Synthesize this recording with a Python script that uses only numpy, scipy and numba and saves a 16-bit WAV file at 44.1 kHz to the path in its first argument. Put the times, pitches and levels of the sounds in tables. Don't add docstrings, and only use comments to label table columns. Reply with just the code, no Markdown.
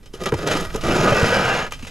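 import sys
import numpy as np
from scipy import signal
from scipy.fft import rfft, irfft, next_fast_len
from scipy.io import wavfile
from scipy.ndimage import map_coordinates
from numba import njit

SR = 44100
rng = np.random.default_rng(int(sys.argv[2]) if len(sys.argv) > 2 else 0)


def master_out(mix):
    frames = np.transpose(np.atleast_2d(mix))
    ceiling = np.clip(frames, -1, 1)
    pcm = np.round(ceiling * 32767).astype(np.int16)
    wavfile.write(sys.argv[1], SR, pcm)


N = 83790
TIME = np.arange(N) / SR

# time_s, bass_db, middle_db, treble_db
SCUFFS = [
    [(0.142, -45, -48.5, -43.5), (0.188, -49.5, -47, -61), (0.218, -31.5, -37, -46), (0.252, -34, -41, -50)],
    [(0.268, -21, -25, -45), (0.294, -34.5, -29.5, -42.5), (0.31, -33, -45, -61)],
    [(0.352, -29, -47, -60), (0.368, -37, -38, -46), (0.412, -30, -31, -44), (0.462, -24.5, -36.5, -50)],
    [(0.735, -43, -40, -49), (0.751, -24, -35.5, -41), (0.763, -30.5, -31, -50), (0.777, -27, -35.5, -47),
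     (0.803, -45, -42, -56), (0.825, -38, -38, -59)],
]
PUSH = [(0.475, -23, -22, -35), (0.569, -27, -26, -38), (0.659, -30, -34.5, -41.5), (0.683, -44, -42, -55),
        (0.705, -43, -33.5, -48), (0.725, -42, -44, -52)]
SHOVE = [(0.839, -22.5, -30.5, -36.5), (0.901, -18.5, -24, -33), (1.147, -20, -21.5, -33.5),
         (1.313, -22, -22.5, -32.5), (1.349, -23, -20, -33), (1.39, -20.5, -21.5, -35),
         (1.5, -22, -21, -35), (1.56, -25.5, -21, -36.5), (1.619, -25.5, -25, -38.5),
         (1.675, -35, -33.5, -49.5), (1.7, -49, -51, -63)]
# pitch_hz, width_hz, gain_db
TILE_MODES = [(211, 113, -1.5), (459, 20, 4), (816, 41, -6), (980, 48, -4), (1237, 56, 7.5), (1916, 38, 3),
              (2600, 51, -6), (3106, 20, 3), (5088, 40.4, 10.5), (6640, 30, 8.5)]
LOWER_TILE_MODES = [(1634, 22, 3), (2367, 74, -1.5), (2930, 30, 4.5), (3680, 24, 3.5), (5780, 40, -0.5),
                    (11030, 84, -1.5)]
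# time_s, pitch_hz, gain_db
GLIDES = [
    [(0.42, 364, 16.5), (0.88, 342, 9.5), (1.02, 370, 11), (1.12, 416, 10.5), (1.24, 450, 5.5),
     (1.36, 508, 7.5), (1.6, 476, 0)],
    [(0.5, 1330, -3), (1.0, 1414, -3), (1.22, 1500, 4), (1.5, 1530, 9), (1.62, 1690, 3)],
    [(0.85, 2310, -9), (1.15, 2490, 3), (1.27, 2440, 2), (1.45, 2120, -5)],
    [(1.0, 2620, -8), (1.2, 2640, 6), (1.38, 2700, -5), (1.48, 2716, 12.5), (1.64, 2750, 3.5)],
]
# start_s, peak_db, pitch_hz
CATCHES = [(0.883, -15, 414), (0.945, -13.5, 370), (0.96, -19, 545), (1.06, -8.5, 320), (1.08, -15, 584),
           (1.121, -10.5, 563), (1.244, -9.5, 440), (1.323, -12, 497), (1.37, -11, 522),
           (1.394, -11.5, 538)]
# start_s, force_db, cutoff_hz
KNOCKS = [(0.139, -26.5, 392), (0.3209, -20, 1500), (0.3244, -14, 800), (0.337, -19, 790),
          (0.3422, -18, 900), (0.472, -17.5, 1800), (0.7492, -21.5, 534), (0.7583, -23, 746),
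          (1.666, -25.5, 2000)]
# start_s, force_db, decay_s
TICKS = [(0.03, -47.5, 0.023), (0.058, -39, 0.013), (0.137, -35.5, 0.01), (0.237, -25.5, 0.0071),
         (0.258, -17.5, 0.007), (0.34, -24.5, 0.0079), (0.474, -18, 0.0055), (0.513, -23.5, 0.024),
         (0.81, -29.5, 0.029), (0.837, -22, 0.0044), (1.709, -35.5, 0.064), (1.7217, -19, 0.0038),
         (1.734, -28.5, 0.012), (1.791, -39, 0.024), (1.825, -32.5, 0.018), (1.8489, -32, 0.012),
         (1.869, -30, 0.029)]
# start_s, strength_db
GRAIN_BURSTS = [(0.2353, -22), (0.261, -22.5), (0.34, -29.5), (0.4724, -20.5), (0.513, -27), (0.5724, -23),
                (0.6098, -21), (0.7605, -20.5), (1.7223, -22)]
# start_s, level_db, pitch_hz, rise_s
THUMPS = [(0.324, -13, 131, 0.0061), (0.344, -19.5, 93, 0.01), (0.551, -15.5, 312, 0.005),
          (0.752, -19.5, 47.3, 0.01), (1.113, -14.5, 148, 0.0074), (1.2284, -6.5, 115, 0.0043),
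          (1.826, -28, 235, 0.0074)]
# time_s, delay_s
BOUNCE_DELAY = [(0.85, .0034), (1.65, 0.00283)]
# frequency_hz, lead_radians
LEFT_LEAD = [(0, 0.13), (2330, -1.07), (3190, -0.72), (4650, -0.3), (6800, 0.14), (7670, -0.9),
             (8610, 0.32), (14200, 0.05)]
# time_s, level_db
WIND_LEVELS = [(0.0, -42.5), (0.93, -27), (1.15, -30), (1.6, -40), (1.69, -37.5), (1.9, -33)]
# frequency_hz, gain_db
LIGHT_RUB_TONE = [(40, 2), (90, 2), (170, 8.5), (240, -4), (340, -7), (500, 1), (660, 1.5), (760, -7.5),
                  (1100, -11), (1400, -9), (2200, -16), (3000, -14), (4500, -12.5), (6500, -12.5),
                  (8800, -18.5), (11500, -19), (14000, -33)]
HEAVY_RUB_TONE = [(40, -9), (70, -3.5), (120, 2.5), (200, 0), (290, -4), (400, -4), (600, 1.5), (730, -0.5),
                  (1080, -8), (1400, -3), (1800, -10.5), (2600, -13), (3400, -16.5), (4600, -17),
                  (7000, -21), (8800, -29.5), (11500, -30), (14000, -44)]
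KNOCK_TONE = [(40, -22), (110, 2), (210, 1), (300, 5), (450, 8), (680, -3.5), (950, 5.5), (1130, -1.5),
              (1300, 1.5), (4000, -1.5), (14000, 11)]
TICK_TONE = [(100, -44), (500, 10.5), (1300, 8), (2600, 11), (4200, 6), (6500, 5), (8800, -1.5),
             (11500, -7), (14000, -22)]
GRAIN_BURST_TONE = [(1500, -36), (4000, -7), (6500, 7.5), (9000, -5), (11500, 2.5), (14000, -15)]
SCATTER_TONE = [(100, -14.5), (500, -12.5), (1200, -1.5), (2400, 2.5), (5000, -3), (8000, 0.5),
                (14000, -27)]
WIND_TONE = [(12, 13), (30, -4.5), (70, -8.5), (120, -13.5), (250, -20.5), (1000, -49)]
HISS_TONE = [(100, -3.5), (400, -4), (800, -15), (1600, -17), (6000, -27.5), (14000, -46)]

BASS_TOP_HZ, TREBLE_FROM_HZ, STROKE_FADE_S = 907, 3340, 0.012
JUDDER_HZ, CRACKLE_HZ, WANDER_HZ = 71, 110, 2.8
KNOCK_DECAY_S, KNOCK_SNAP_DB = 0.0041, 11.5


def rubbing(strokes, tone, grains_per_s, judder_db, crackle_db):
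    force = sand_grains(grains_per_s) * from_db(judder_db * drift(JUDDER_HZ))
    sound = shape_tone(sliding_tile(force), tone)
    bass, upper = split_at(sound, BASS_TOP_HZ)
    middle, treble = split_at(upper, TREBLE_FROM_HZ)
    treble = treble * from_db(crackle_db * drift(CRACKLE_HZ))
    out = 0
    for stroke in strokes:
        times, *levels = np.transpose(stroke)
        inside_s = np.minimum(TIME - times[0], times[-1] - TIME)
        fade = np.clip(1 + inside_s / STROKE_FADE_S, 0, 1)
        for level_db, band in zip(levels, (bass, middle, treble)):
            out = out + fade * from_db(np.interp(TIME, times, level_db)) * unit_power(band)
    return out


def sand_grains(per_s, spread_db=2):
    sizes = from_db(spread_db * np.minimum(rng.exponential(1, N), 4))
    signs = rng.choice([-1, 1], N)
    breaks = rng.random(N) < per_s / SR
    return unit_power(sizes * signs * breaks)


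def sliding_tile(force):
    out = tile_body(force, lower_tiles_db=1, wander_db=4.5)
    for path in GLIDES:
        times, pitch_hz, gain_db = np.transpose(path)
        ring = moving_ring(force, np.interp(TIME, times, pitch_hz), width_hz=65)
        out = out + from_db(np.interp(TIME, times, gain_db)) * ring
    return add_roof_bounce(out)


def tile_body(force, lower_tiles_db, wander_db=0):
    top = ringing(force, TILE_MODES, wander_db)
    below = ringing(force, LOWER_TILE_MODES, wander_db)
    return force + top + from_db(lower_tiles_db) * below


def ringing(force, modes, wander_db):
    out = 0
    for pitch_hz, width_hz, gain_db in modes:
        gain = from_db(gain_db + wander_db * drift(WANDER_HZ))
        bent_hz = pitch_hz * (1 + 0.0085 * drift(WANDER_HZ))
        out = out + gain * moving_ring(force, bent_hz, width_hz)
    return out


def catches():
    out = 0
    for start_s, peak_db, pitch_hz in CATCHES:
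        contact = crumble(start_s, KNOCK_DECAY_S, snap=from_db(KNOCK_SNAP_DB))
        force = filtered(contact, 1500, "low")
        hollow = steady_ring(force, pitch_hz, width_hz=47)
        clack = from_db(-24) * force
        out = out + at_peak(hollow + clack, peak_db)
    return out


def knocks():
    force = 0
    for start_s, force_db, cutoff_hz in KNOCKS:
        contact = crumble(start_s, KNOCK_DECAY_S, snap=from_db(KNOCK_SNAP_DB))
        force = force + at_peak(filtered(contact, cutoff_hz, "low"), force_db)
    return shape_tone(tile_body(force, lower_tiles_db=3), KNOCK_TONE)


def ticks():
    force = sum(at_peak(crumble(start_s, decay_s, snap=from_db(9.5)), force_db)
                for start_s, force_db, decay_s in TICKS)
    rings = ringing(force, [*TILE_MODES, *LOWER_TILE_MODES], wander_db=5.5)
    return shape_tone(force + from_db(-0.5) * rings, TICK_TONE)


def grain_bursts():
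    bursts = sum(at_peak(crumble(start_s, decay_s=0.0039), db) for start_s, db in GRAIN_BURSTS)
    return shape_tone(bursts, GRAIN_BURST_TONE)


def crumble(start_s, decay_s, snap=0):
    fade = (TIME >= start_s) * np.exp(-np.abs(TIME - start_s) / decay_s)
    click = np.arange(N) == int(start_s * SR)
    return rng.standard_normal(N) * fade + snap * click


def deck_thumps():
    out = 0
    for start_s, level_db, pitch_hz, rise_s in THUMPS:
        age_s = np.maximum(TIME - start_s, 0)
        swell = (age_s / rise_s * np.exp(1 - age_s / rise_s)) ** 2
        out = out + from_db(level_db) * swell * np.sin(2 * np.pi * pitch_hz * age_s)
    return out


def add_roof_bounce(sound):
    delay_s = np.interp(TIME, *np.transpose(BOUNCE_DELAY))
    echo = map_coordinates(sound, [(TIME - delay_s) * SR], order=3)
    return sound + from_db(-22) * echo


def roof_scatter(sound, fade_s=0.085):
    tail = rng.standard_normal((2, N)) * np.exp(-np.log(1000) * TIME / fade_s)
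    tail = tail / np.sqrt(np.sum(tail ** 2, axis=1, keepdims=True))
    echoes = signal.fftconvolve(sound[None], tail, axes=1)[:, :N]
    return from_db(-11) * shape_tone(echoes, SCATTER_TONE)


def microphone_openings(sound):
    size = 2 * next_fast_len(N)
    lead = np.interp(np.arange(size // 2 + 1) * SR / size, *np.transpose(LEFT_LEAD))
    phase_shift = np.exp(1j * lead * np.array([[0.5], [-0.5]]))
    return irfft(rfft(sound, size) * phase_shift)[:, :N]


def wind_and_hiss():
    rumble = filtered(shape_tone(stereo_noise(), WIND_TONE), 17, "high")
    gusts = from_db(np.interp(TIME, *np.transpose(WIND_LEVELS)))
    hiss = shape_tone(stereo_noise(), HISS_TONE)
    return gusts * unit_power(rumble) + from_db(-56.5) * unit_power(hiss)


def stereo_noise():
    centre, side = rng.standard_normal((2, N))
    return centre + from_db(-15.5) * side * np.array([[1], [-1]])


def steady_ring(force, pitch_hz, width_hz):
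    decay = np.exp(-np.pi * width_hz / SR)
    feed = np.array([1, 0, -1]) * (1 - decay ** 2) / 2
    feedback = [1, -2 * decay * np.cos(2 * np.pi * pitch_hz / SR), decay ** 2]
    return signal.lfilter(feed, feedback, force + 1e-18)


@njit
def moving_ring(force, pitch_hz, width_hz):
    decay = np.exp(-np.pi * width_hz / SR)
    angle = 2 * np.pi * pitch_hz / SR
    out, swing = np.zeros(len(force)), 0j
    for i in range(len(force)):
        swing = swing * decay * complex(np.cos(angle[i]), np.sin(angle[i])) + force[i]
        out[i] = 2 * (1 - decay) * swing.real
    return out


def drift(rate_hz):
    step, warm_up = 20, 2000
    decay = np.exp(-2 * np.pi * rate_hz * step / SR)
    noise = rng.standard_normal(N // step + warm_up + 2)
    slow = signal.lfilter([1], [1, -2 * decay, decay ** 2], noise)[warm_up:]
    return np.interp(np.arange(N) / step, np.arange(len(slow)), unit_power(slow))


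def shape_tone(sound, tone):
    size = 2 * next_fast_len(N)
    hz, db = np.transpose(tone)
    curve_db = np.interp(np.log(np.arange(size // 2 + 1) * SR / size + 1), np.log(hz), db)
    cepstrum = irfft(np.log(from_db(curve_db)))
    cepstrum[1:size // 2] *= 2
    cepstrum[size // 2 + 1:] = 0
    return irfft(rfft(sound, size) * np.exp(rfft(cepstrum)))[..., :N]


def filtered(sound, cutoff_hz, keep):
    return signal.sosfilt(signal.butter(2, cutoff_hz, keep, fs=SR, output="sos"), sound + 1e-18)


def split_at(sound, hz):
    return [filtered(filtered(sound, hz, keep), hz, keep) for keep in ("low", "high")]


def from_db(db):
    return 10 ** (np.asarray(db) / 20)


def unit_power(sound):
    return sound / np.sqrt(np.mean(sound ** 2) + 1e-20)


def at_peak(sound, db):
    return from_db(db) * sound / np.abs(sound).max()


def scene():
    light = rubbing([*SCUFFS, PUSH], LIGHT_RUB_TONE, grains_per_s=3500, judder_db=2, crackle_db=1.5)
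    heavy = rubbing([SHOVE], HEAVY_RUB_TONE, grains_per_s=6000, judder_db=0.9, crackle_db=2)
    direct = light + heavy + catches() + knocks() + ticks() + grain_bursts() + deck_thumps()
    roof = microphone_openings(direct) + roof_scatter(direct)
    return roof * from_db([[-0.25], [0.25]]) + wind_and_hiss() * from_db([[-1.3], [1.3]])


def record(dry):
    return signal.sosfilt(signal.cheby2(16, 70, 14800, fs=SR, output="sos"), dry)


dry = scene()
out = record(dry)
master_out(out)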